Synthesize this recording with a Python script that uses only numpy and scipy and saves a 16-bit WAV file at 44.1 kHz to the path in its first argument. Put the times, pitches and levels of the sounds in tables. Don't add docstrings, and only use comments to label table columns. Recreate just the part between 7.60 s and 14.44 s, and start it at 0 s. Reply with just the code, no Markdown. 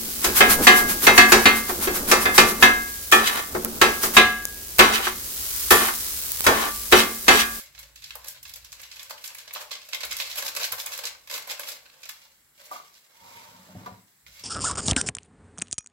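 import sys
import numpy as np
from scipy import signal
from scipy.fft import rfft, irfft
from scipy.io import wavfile
from scipy.ndimage import uniform_filter1d

SR = 44100
rng = np.random.default_rng(int(sys.argv[2]) if len(sys.argv) > 2 else 0)


def elevation(decibels):
    levels = np.asarray(decibels, float)
    return 10 ** (levels / 20)


def int16_out(signal):
    q = np.round(np.clip(np.atleast_2d(signal).T, -1, 1) * 32767)
    wavfile.write(sys.argv[1], SR, q.astype(np.int16))


N = 301515

# pitch_hz, level_db, t60_s
CUPBOARD_MODES = [(104, -0.5, 0.1), (187.3, 2, 0.14), (257, 0.5, 0.066)]


def in_time(rows):
    s, *columns = np.transpose(rows)
    return [np.interp(np.arange(N) / SR, s, c) for c in columns]


def at_hz(points, hz):
    point_hz, value = np.transpose(points)
    return np.interp(np.log(hz + 1), np.log(point_hz), value)


def rms_one(x):
    return x / np.sqrt(np.mean(x ** 2) + 1e-20)


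def drift(rate):
    r = np.exp(-2 * np.pi * rate / SR)
    wander = signal.lfilter([1], [1, -2 * r, r * r], rng.standard_normal(N + SR))
    return rms_one(wander[SR:])


def resonance(x, hz, width_hz):
    r = np.exp(-np.pi * width_hz / SR)
    top = np.array([1, 0, -1]) * (1 - r * r) / 2
    return signal.lfilter(top, [1, -2 * r * np.cos(2 * np.pi * hz / SR), r * r], x + 1e-18)


def body(x, peaks):
    return sum((-1) ** k * elevation(db) * resonance(x, hz, width) for k, (hz, width, db) in enumerate(peaks))


def colour(x, spectrum):
    hz = np.minimum(np.arange(1025) * SR / 2048, 15000)
    cepstrum = irfft(np.log(elevation(at_hz(spectrum, hz))))
    cepstrum = cepstrum * np.r_[1, np.full(1023, 2), 1, np.zeros(1023)]
    return signal.oaconvolve(x, irfft(np.exp(rfft(cepstrum)))[None], axes=1)[:, :N]


def tint(hz, dull_db, bright_db):
    octaves = np.log2(hz / 3500)
    if hz <= 300:
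        dull_db = np.minimum(dull_db, -3)
    dull = dull_db * np.clip(-octaves - .8, 0, 1)
    bright = bright_db * np.clip(2 * octaves - 1.6, 0, 1)
    return elevation(dull + bright)


def volleys(s, peak_db, slow):
    build_s = np.where(slow, .018, .004) * elevation(rng.standard_normal(len(s)))
    lead = rng.random((len(s), 12)) ** 1.5 * (np.arange(12) > 0)
    at = ((s[:, None] - .0008 - lead * build_s[:, None]) * SR).astype(int)
    volley = elevation(-10.0 * lead + 0.53 * rng.standard_normal(lead.shape))
    whole = elevation(peak_db + np.where(slow, 2, 6)) / np.linalg.norm(volley, axis=1)
    return np.clip(at, 0, N - 1), volley * whole[:, None], whole


def crackle(s, peak_db, slow):
    # under_peak_db, swell_db_per_s, dying_db_per_s, rounded_top_s
    snap_rustle = (-13.5, 5000, 800, .004)
    squeeze_rustle = (-5, 560, 600, 0.011)
    born = np.flatnonzero(rng.random(N) < 6000 * elevation(3 * drift(60)) / SR)
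    shape = np.where(slow, np.array(squeeze_rustle)[:, None], np.array(snap_rustle)[:, None])
    under_db, swell, dying, top_s = shape[:, :, None]
    since = born / SR - s[:, None]
    slope = np.where(since < 0, swell, dying)
    around = elevation(peak_db[:, None] + under_db + slope * (top_s - np.hypot(since, top_s))) ** 2
    height_db = -4.5 + 1.5 * drift(60) + 2.6 * np.minimum(rng.exponential(1, N), 4)
    return born, elevation(height_db)[born], around


def cracks():
    # start_s, peak_db, pitch_hz
    stiff = [(0.443, -31, 5230), (.507, -26, 3050), (.556, -30.5, 980), (0.699, -44, 6000),
             (.832, -37, 9100), (.939, -33, 5000), (1.12, -31, 6000), (1.129, -31, 5600),
             (1.236, -35.5, 4040), (1.317, -37, 5000), (1.361, -49, 6000), (1.396, -31.5, 3180),
             (1.509, -22, 1094), (1.579, -31.5, 2480), (1.677, -26, 7700), (1.704, -33.5, 2500),
             (1.751, -29.5, 2300), (1.951, -26, 2870), (1.961, -17.5, 1090), (1.979, -30, 3000),
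             (2.016, -29.5, 2180), (2.115, -20, 3240), (2.132, -43, 4160), (2.327, -31, 2820),
             (2.333, -20, 3160), (2.347, -18, 3130), (2.441, -25, 1400), (2.521, -20, 1370),
             (2.527, -23.5, 7350), (2.568, -25.5, 4160), (2.601, -19, 3070), (2.612, -30, 2480),
             (2.622, -22, 3470), (2.782, -40, 2220), (2.866, -21, 4470), (3.016, -38, 2130),
             (3.033, -20, 4450), (3.042, -18, 4440), (3.128, -24.5, 1280), (3.134, -21, 900),
             (3.201, -24, 3900), (3.271, -23, 2130), (3.339, -28, 2180), (3.454, -18, 6200),
             (3.55, -30.5, 1260), (3.733, -29, 3000), (3.741, -22.5, 5000), (4.496, -28.5, 2020),
             (4.257, -52, 2980), (5.058, -38, 7800), (5.341, -47, 5000), (5.352, -46, 5060),
             (6.665, -37, 2020), (5.116, -40.5, 11000)]
    # start_s, peak_db, pitch_hz
    pops = [(0.555, -44, 993), (1.506, -45, 999), (1.961, -21, 999), (2.013, -42, 633), (2.115, -51, 999),
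            (2.293, -52, 665), (2.329, -48, 999), (2.359, -30, 589), (2.433, -39, 622), (2.597, -44, 974),
            (2.783, -38, 463), (2.818, -39, 974), (2.854, -25.5, 891), (2.949, -42, 977), (2.968, -35, 991),
            (3.014, -31, 947), (3.116, -37, 608), (3.266, -25, 606), (3.298, -35, 643), (3.39, -26, 606),
            (3.433, -41, 1000), (3.702, -46, 633), (3.737, -40, 549), (3.879, -32, 557), (3.994, -24, 484),
            (4.079, -23, 573)]
    # start_s, peak_db, pitch_hz
    further_cracks = [(.684, -35, 9000), (1.4305, -33, 9200), (1.909, -29, 2130), (1.930, -36.5, 10000),
                      (2.109, -31.5, 4200), (2.1541, -27, 3700), (2.588, -30, 3500), (2.608, -19.5, 3480),
                      (2.7144, -23.5, 3700), (2.7294, -28, 3700), (2.7564, -30, 3680), (2.8802, -21, 4610),
                      (3.471, -23.5, 3570), (3.675, -34, 1570), (3.76, -28, 2300), (3.7805, -30, 1930),
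                      (3.899, -27, 4000), (3.915, -24, 3600), (3.925, -33, 2500), (4.034, -28.5, 2120),
                      (4.0746, -29, 3820), (4.088, -25.5, 3840), (4.1194, -32, 3500), (4.30, -44, 2980),
                      (4.34, -56, 3000)]
    return np.transpose(stiff + pops + further_cracks)


def paper():
    # start_s, peak_db, dull_db, bright_db
    shaking = [(.1515, -33.5, -10, -24), (.1814, -29, -17, -25), (.1946, -34.5, -3, 6.5),
               (.232, -34, -9, -3), (.3615, -27.5, -38, -11), (.4243, -29.5, -34, -14),
               (.4433, -24, -55, -13), (.5081, -38, -19, -55), (.5561, -38, 16, 13.5), (.6468, -32, -6, -1),
               (.6865, -44.5, -11, 23), (.833, -36, -29, 7), (.856, -22.5, -18.5, -29),
               (.8974, -30, -49, -3), (.9399, -39.5, -23, 10), (.962, -28.5, -6, 1), (1.0496, -27, -44, -9),
               (1.13, -27, -7.5, -5), (1.2183, -44, -9, 13), (1.2353, -23.5, -40, -38),
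               (1.3175, -26, -36, -18), (1.3617, -29.5, -19, -10), (1.3953, -31, -27, -43),
               (1.5008, -31, -4, -1), (1.5095, -21.5, -1.5, -8), (1.644, -20.5, -22, -9),
               (1.7509, -31.5, -28, 4), (1.7869, -26.5, -19, -3), (1.8793, -27, -5.5, -36),
               (1.9391, -36, -12, 15.5)]
    # start_s, peak_db, dull_db, bright_db
    crumpling = [(2.1166, -16.5, -11.5, -13), (2.1312, -23.5, -48, -24), (2.219, -30, -24, -22),
                 (2.2913, -32, -3, -2.5), (2.3341, -20.5, -4.5, -45), (2.3486, -22.5, -40, -0.5),
                 (2.4087, -19.5, -15, -10.5), (2.4351, -18, -3.5, -13), (2.453, -30, 3, 9.5),
                 (2.5146, -14, -15, -10), (2.5694, -25.5, -24, 4.5), (2.6027, -18.5, -3, -14),
                 (2.703, -21, -26, -8), (2.7602, -24, -26, -4), (2.827, -18, -2.5, -5.5),
                 (2.8811, -40, -22, -8), (2.9524, -22, 0, -1), (2.9673, -15.5, -0.5, -3.5),
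                 (3.125, -18, -0.5, 3.5), (3.1833, -25, 2, -22), (3.2641, -27, -12, 8),
                 (3.3226, -21.5, -1.5, -24), (3.3793, -27, -15, 2), (3.3918, -21.5, -4, -5.5),
                 (3.44, -18.5, -3.5, -10), (3.4562, -21, -49, -9), (3.47, -19, -59, -8),
                 (3.5503, -52, 3, -26)]
    # start_s, peak_db, dull_db, bright_db
    folding = [(3.6762, -34, -9, -3), (3.7006, -24.5, -4, -6), (3.7149, -19.5, -8, -3.5),
               (3.7812, -25, 5, 1), (3.8251, -26, -11, -11), (3.8766, -34.5, 14, 4),
               (3.916, -25, -32, -3.5), (3.9983, -21, 0, -1), (4.0344, -33, -1, -10),
               (4.2585, -34.5, -7.5, -54), (4.4215, -39, -14, -4), (4.435, -24.5, -32, -18),
               (4.4577, -27.5, -8.5, -10), (4.4945, -21, -20, -3), (4.62, -38.5, -8, -25),
               (4.655, -39, -2, -19), (4.979, -43, -13, -23), (5.337, -48, -34, -5),
               (6.2626, -36.5, 13.5, -8), (6.6634, -60, 0, -28), (6.797, -31, -14.5, -7.5)]
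    # start_s, peak_db, dull_db, bright_db
    squeezes = [(0.01, -38, -3, 8.5), (0.692, -37.5, -14, 9), (0.764, -41, -9, -29),
                (0.8827, -43.5, -34, 5), (1.065, -56, -19, -14), (1.199, -42.5, -3.5, -4),
                (1.4305, -38.5, -8.5, -1), (1.6537, -38, -13, 8.5), (1.703, -40.5, -4, -21),
                (1.8032, -39.5, -31, -6), (1.9637, -32, 3.5, -17), (2.017, -37.5, 6, 5.5),
                (2.1567, -39.5, -5, -30), (2.523, -30, -18, -12), (2.608, -25, -13, 1.5),
                (2.669, -31, -35, -2), (2.7196, -32, -25, -4), (2.784, -27, -3.5, 4.5),
                (2.866, -28.5, -3, 5), (3.0166, -27, 3, -0.5), (3.044, -26.5, -45, 3),
                (3.1309, -46, 6, -19), (3.201, -30.5, -35, 7), (3.272, -38, 5.5, -16),
                (3.337, -30, -26, 2.5), (3.744, -23.5, -2, 2.5), (3.912, -28, -1, -1.5),
                (4.0903, -32, -14, 6), (5.06, -61, -6, 17), (5.139, -36, 0.5, 0.5)]
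    # time_s, rustle_db, dull_db
    handling = [(0, -44, -12), (.12, -63, -5), (.2, -49, -8), (.34, -66, 2), (.4, -52.5, -32),
                (.66, -55.5, 8), (.82, -78, -12), (.9, -58, -3.5), (1.4, -50.5, -9), (2.0, -56.5, 2.5),
                (2.3, -52, -10), (2.55, -49, 5.5), (2.85, -44.5, -4), (3.45, -51, 5), (3.62, -59.5, -4),
                (4.13, -42, -2.5), (4.2, -59.5, 1), (4.4, -59.5, 4.5), (4.55, -56, -5)]
    # time_s, rustle_db, dull_db
    carrying = [
        (4.93, -70, -6),
        (5.0, -52, 2.5),
        (5.3, -58, -9),
        (5.52, -62.5, 3),
        (5.7, -50.5, -4),
        (6.3, -61, 15.5),
        (6.44, -64.5, -12),
        (6.65, -68.5, -28),
        (6.668, -53, -7),
    ]
    # after_s, level_db
    rattle = [(0, 1.5), (.0007, -3), (.0017, -5), (.0029, -7), (.0046, -9), (.0068, -12)]
    # pitch_hz, width_hz, level_db
    bowl_air = [(581, 110, -8), (1012, 280, -2), (1570, 97, 0.5), (2130, 117, -0.5), (4100, 520, -11.5)]
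    # pitch_hz, level_db (per Hz)
    paper_colour = [(59, -43), (100, -23.5), (418, -16.5), (466, -7), (577, -5), (761, -8.5), (1000, -5),
                    (1300, -8.5), (2170, -4.5), (4200, -2.5), (7810, -4.5), (8690, -14), (11500, -4.5),
                    (15100, -6.5), (16500, -44)]

    snaps = shaking + crumpling + folding
    s, peak_db, dull_db, bright_db = np.transpose(snaps + squeezes)
    slow = np.arange(len(s)) >= len(snaps)
    at, strength, whole = volleys(s, peak_db, slow)
    lean_db = 1.06 * rng.standard_normal(len(s)) - 2.5
    sides = elevation(lean_db * np.array([[.5], [-.5]]))
    born, grains, around = crackle(s, peak_db, slow)
    grip_db, grip_dull_db = np.array(in_time(handling + carrying))[:, born]
    crack_s, crack_db, crack_hz = cracks()

    out = 0
    for hz in np.geomspace(130, 15000, 19):
        apart = np.clip(1.1 * hz / (hz + 500), 0, .97)
        both_ports = np.array([[np.sqrt(1 - apart ** 2), apart], [1, 0]])
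        events = tint(hz, dull_db + 0.5, bright_db - 4.0) ** 2 @ around
        grip = elevation(grip_db) * tint(hz, grip_dull_db, -4.5)
        clicks = np.zeros((2, N))
        noise = both_ports @ rng.standard_normal((2, len(born)))
        clicks[:, born] = noise * grains * np.sqrt(events + grip ** 2)

        chance = rng.standard_normal((2, *strength.shape))
        volley_tint = tint(hz, dull_db + 5.0, bright_db + 8)
        for side, luck in enumerate(np.tensordot(both_ports, chance, axes=1)):
            level = whole / np.linalg.norm(strength * luck, axis=1)
            gain = level * sides[side] * volley_tint
            np.add.at(clicks[side], at, strength * luck * gain[:, None])

        crack = elevation(crack_db + 11 - 21 * np.abs(np.log2(hz / crack_hz)))
        for after_s, loss_db in rattle:
            sign = rng.choice([-1, 1], (2, len(crack)))
            clicks[:, ((crack_s + after_s) * SR).astype(int)] += elevation(loss_db) * crack * sign
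        out = out + resonance(clicks, hz, .42 * hz)

    ringing = 0
    for hz, width_hz, db in bowl_air:
        shading = elevation(db + 3.5 * drift(5))
        ringing = ringing + resonance(shading * out, hz, width_hz)
    return colour(out + ringing, paper_colour) * elevation(13.5)


def bumps():
    # start_s, peak_db, pitch_hz of the struck spot
    knocks = [(5.113, -20.5, 1170), (5.116, -25, 740), (5.129, -31, 1170), (5.14, -27, 726),
              (5.158, -25, 1170), (5.16, -39.5, 452), (5.175, -37, 1170), (5.199, -31, 1170),
              (5.219, -39, 716), (5.23, -47, 452), (5.762, -41.5, 452), (6.069, -38, 452),
              (6.092, -35.5, 624), (6.121, -44, 624), (6.152, -30, 716), (6.261, -23, 985),
              (6.263, -27, 452), (6.265, -28, 1450), (6.275, -24.5, 716), (6.29, -36, 985),
              (6.31, -39, 716), (6.34, -47, 985), (6.791, -55, 1170)]
    # pitch_hz, level_db, t60_s
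    counter_modes = [(452, -3, .05), (624, -4, .05), (716, -3, .05), (985, -3, .05), (1170, -1.5, .06),
                     (1450, -5, .05)]
    # start_s, peak_db, pitch_hz
    pushes = [(2.5, -62, 190), (3.11, -51, 111), (5.612, -53.5, 106), (5.748, -51, 100), (5.99, -51, 200),
              (6.088, -45, 200), (6.109, -45, 104), (6.1475, -32.5, 220), (6.157, -31.5, 104),
              (6.215, -46, 104), (6.262, -45, 180), (6.31, -43, 119), (6.38, -56, 201), (6.68, -58, 106),
              (6.8, -53.5, 121)]
    out = np.zeros(N)
    # trim_db, fall_db per octave off the struck pitch, fade_db per second of scuffing
    for rows, modes, trim_db, fall_db, fade_db in ((knocks, counter_modes, -4.0, 28, 1200),
                                                   (pushes, CUPBOARD_MODES, 3.0, 12, 6000)):
        s, level_db, spot_hz = np.transpose(rows)
        scuff = np.cumsum(rng.exponential(.003, (len(s), 4)), axis=1)
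        scuff = scuff - scuff[:, :1]
        at = ((s[:, None] + scuff) * SR).astype(int)
        for hz, db, t60 in modes:
            clicks = np.zeros(N)
            height = elevation(level_db + trim_db + db - fall_db * np.abs(np.log2(hz / spot_hz)))
            clicks[at] = height[:, None] * rng.uniform(0.26, 1, scuff.shape) * elevation(-fade_db * scuff)
            soft = signal.butter(4, 1.36 * hz, fs=SR, output="sos")
            clicks = signal.sosfilt(soft, clicks + 1e-18)
            r, w = elevation(-60 / (t60 * SR)), 2 * np.pi * hz / SR
            push = [np.sin(w) / 2, 0, -np.sin(w) / 2]
            out += signal.lfilter(push, [1, -2 * r * np.cos(w), r * r], clicks + 1e-18) / w
    return out


def slide():
    # time_s, friction_db, shudder_db
    course = [
        (5.5, -78, -97),
        (5.648, -55, -62),
        (5.784, -55, -63),
        (5.95, -60, -59),
        (6.08, -72, -62),
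        (6.21, -71, -39.5),
        (6.266, -58, -50),
        (6.396, -75, -61),
        (6.45, -91, -89),
    ]
    # pitch_hz, width_hz, level_db
    object_body = [(935, 32, 0), (720, 100, -19), (480, 120, -19), (1500, 300, -22)]
    friction_db, shudder_db = in_time(course)
    moving = np.interp(np.arange(N) / SR, [5.45, 5.55, 6.4, 6.48], [0, 1, 1, 0])
    rough = rng.standard_normal((2, N)) * elevation(2.5 * drift(60))
    shake = body(rough[1], [(hz, 30, db) for hz, db, t60 in CUPBOARD_MODES])
    rub = body(rough[0], object_body)
    rub = rub / uniform_filter1d(rub ** 2, size=600) ** (.7 / 2)
    return moving * (elevation(friction_db + 2.5) * rms_one(rub) + elevation(shudder_db - 6.0) * rms_one(shake))


def kitchen(x, early_db, early_s, late_db, alike_hz, count=6):
    # pitch_hz, t60_s
    room_t60 = [(300, 0.48), (1500, 0.35), (5000, 0.29), (15000, 0.21)]
    t, hz = np.arange(16384) / SR, np.arange(8193) * SR / 16384
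    white = rfft(rng.standard_normal((count, 3, len(t))))
    alike = 1 / (1 + (hz / alike_hz) ** 2)
    white = np.sqrt(alike) * white[:, 2:] + np.sqrt(1 - alike) * white[:, :2]
    tail = 0
    edges = np.geomspace(60, 20000, 10)
    for low, high in zip(edges, edges[1:]):
        band = irfft(white * ((hz >= low) & (hz < high)))
        tail = tail + band * elevation(-60 * t / at_hz(room_t60, np.sqrt(low * high)))
    late = elevation(late_db) * tail * np.clip(t / 0.016, 0, 1)
    early = elevation(early_db) * irfft(white) * np.exp(-t / early_s) * (t > .0005)
    nearness = np.array([elevation(9 * drift(20)) for place in range(count)])
    share = nearness / np.sqrt(np.sum(nearness ** 2, axis=0))
    return signal.fftconvolve((share * x)[:, None], early + late, axes=2).sum(axis=0)[:, :N]


def background():
    # time_s, level_db
    traffic = [(0.0, -71), (0.19, -66), (1.18, -64), (1.31, -71), (2.34, -76.5), (2.51, -58), (2.8, -73),
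               (2.86, -69), (4.7, -80), (4.85, -75.5), (5.0, -80), (5.54, -83.5), (5.66, -76), (6.0, -80),
               (6.17, -88), (6.28, -59), (6.51, -103), (6.68, -64), (6.84, -78)]
    # pitch_hz, width_hz, level_db
    room_modes = [(60, 10.6, -5.5), (31.3, 13, -20.5), (82, 7.6, -10.5), (136.4, 6.4, -11.5)]
    # time_s, pitch_hz, level_db
    engine = [
        (0.0, 58.8, -79),
        (0.208, 55.6, -58.5),
        (0.512, 60.0, -63),
        (0.68, 60.3, -62),
        (0.71, 59, -78),
        (0.94, 60.0, -63.5),
        (1.19, 56.6, -67),
        (1.494, 57.4, -87),
        (1.5, 55.7, -82),
    ]
    # pitch_hz, level_db (per Hz)
    hiss_colour = [(35, -30), (60, -34.5), (145, -6), (220, -10), (327, -11.5), (385, -15), (423, -11.5),
                   (509, -17.5), (2010, -6), (2840, -25), (8900, -13.5), (11500, -11), (15500, -11)]
    # pitch_hz, width_hz, level_db
    whistle = (7700, 750, 5.8)
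    mid, side = body(rng.standard_normal((2, N)), room_modes)
    rumble = elevation(in_time(traffic)[0]) * rms_one(mid + elevation(-9.0) * side * np.array([[1], [-1]]))
    pitch, drone_db = in_time(engine + [(1.8, engine[-1][1], -100)])
    drone = elevation(drone_db) * np.sqrt(2) * np.sin(2 * np.pi * np.cumsum(pitch) / SR)
    white = rng.standard_normal((3, N))
    lows = signal.butter(1, 600, fs=SR, output="sos")
    common = signal.sosfilt(lows, 1.4 * white[2] - white[:2])
    hz, width_hz, db = whistle
    airy = white[:2] + common + elevation(db + 2 * drift(20)) * resonance(white[:2], hz, width_hz)
    return rumble + drone + elevation(-65 + 2.5) * rms_one(colour(airy, hiss_colour))


def scene():
    left_lag, right_lag = 4, 10
    sachet, counter = paper(), bumps() + slide()
    no_bass = signal.butter(4, 85, "high", fs=SR, output="sos")
    counter = signal.sosfilt(no_bass, counter)
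    left, right = sachet * elevation([[-3.5], [-.4]])
    near = np.arange(N) < 4.56 * SR
    carried_off = [elevation(-1.0) * left, np.roll(right, right_lag)]
    direct = np.where(near, [np.roll(left, left_lag), right], carried_off)
    knocks = np.array([elevation(1.0) * counter, np.roll(counter, right_lag)])
    echoes = kitchen(sachet[1] + elevation(-3.0) * counter, early_db=-23, early_s=.004, late_db=-33.0, alike_hz=580)
    return direct + knocks + echoes * elevation([[1.5], [-1.5]]) + background()


def band_limit(x):
    return signal.sosfilt(signal.butter(12, 16970, fs=SR, output="sos"), x)


def record(dry):
    # pitch_hz, width_hz, depth (0-1)
    port_notch = (8840, 167, 0.5)
    treble = signal.sosfilt(signal.butter(2, 7400, "high", fs=SR, output="sos"), dry[0])
    ports = np.array([elevation(-1) * dry[0] + 0.43 * treble, dry[1]])
    notch_hz, width_hz, depth = port_notch
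    ports = ports - depth * resonance(ports, notch_hz, width_hz)
    top_cut = signal.ellip(8, .5, 44, 15850, fs=SR, output="sos")
    return band_limit(signal.sosfilt(top_cut, ports))


dry = scene()
out = record(dry)
int16_out(out)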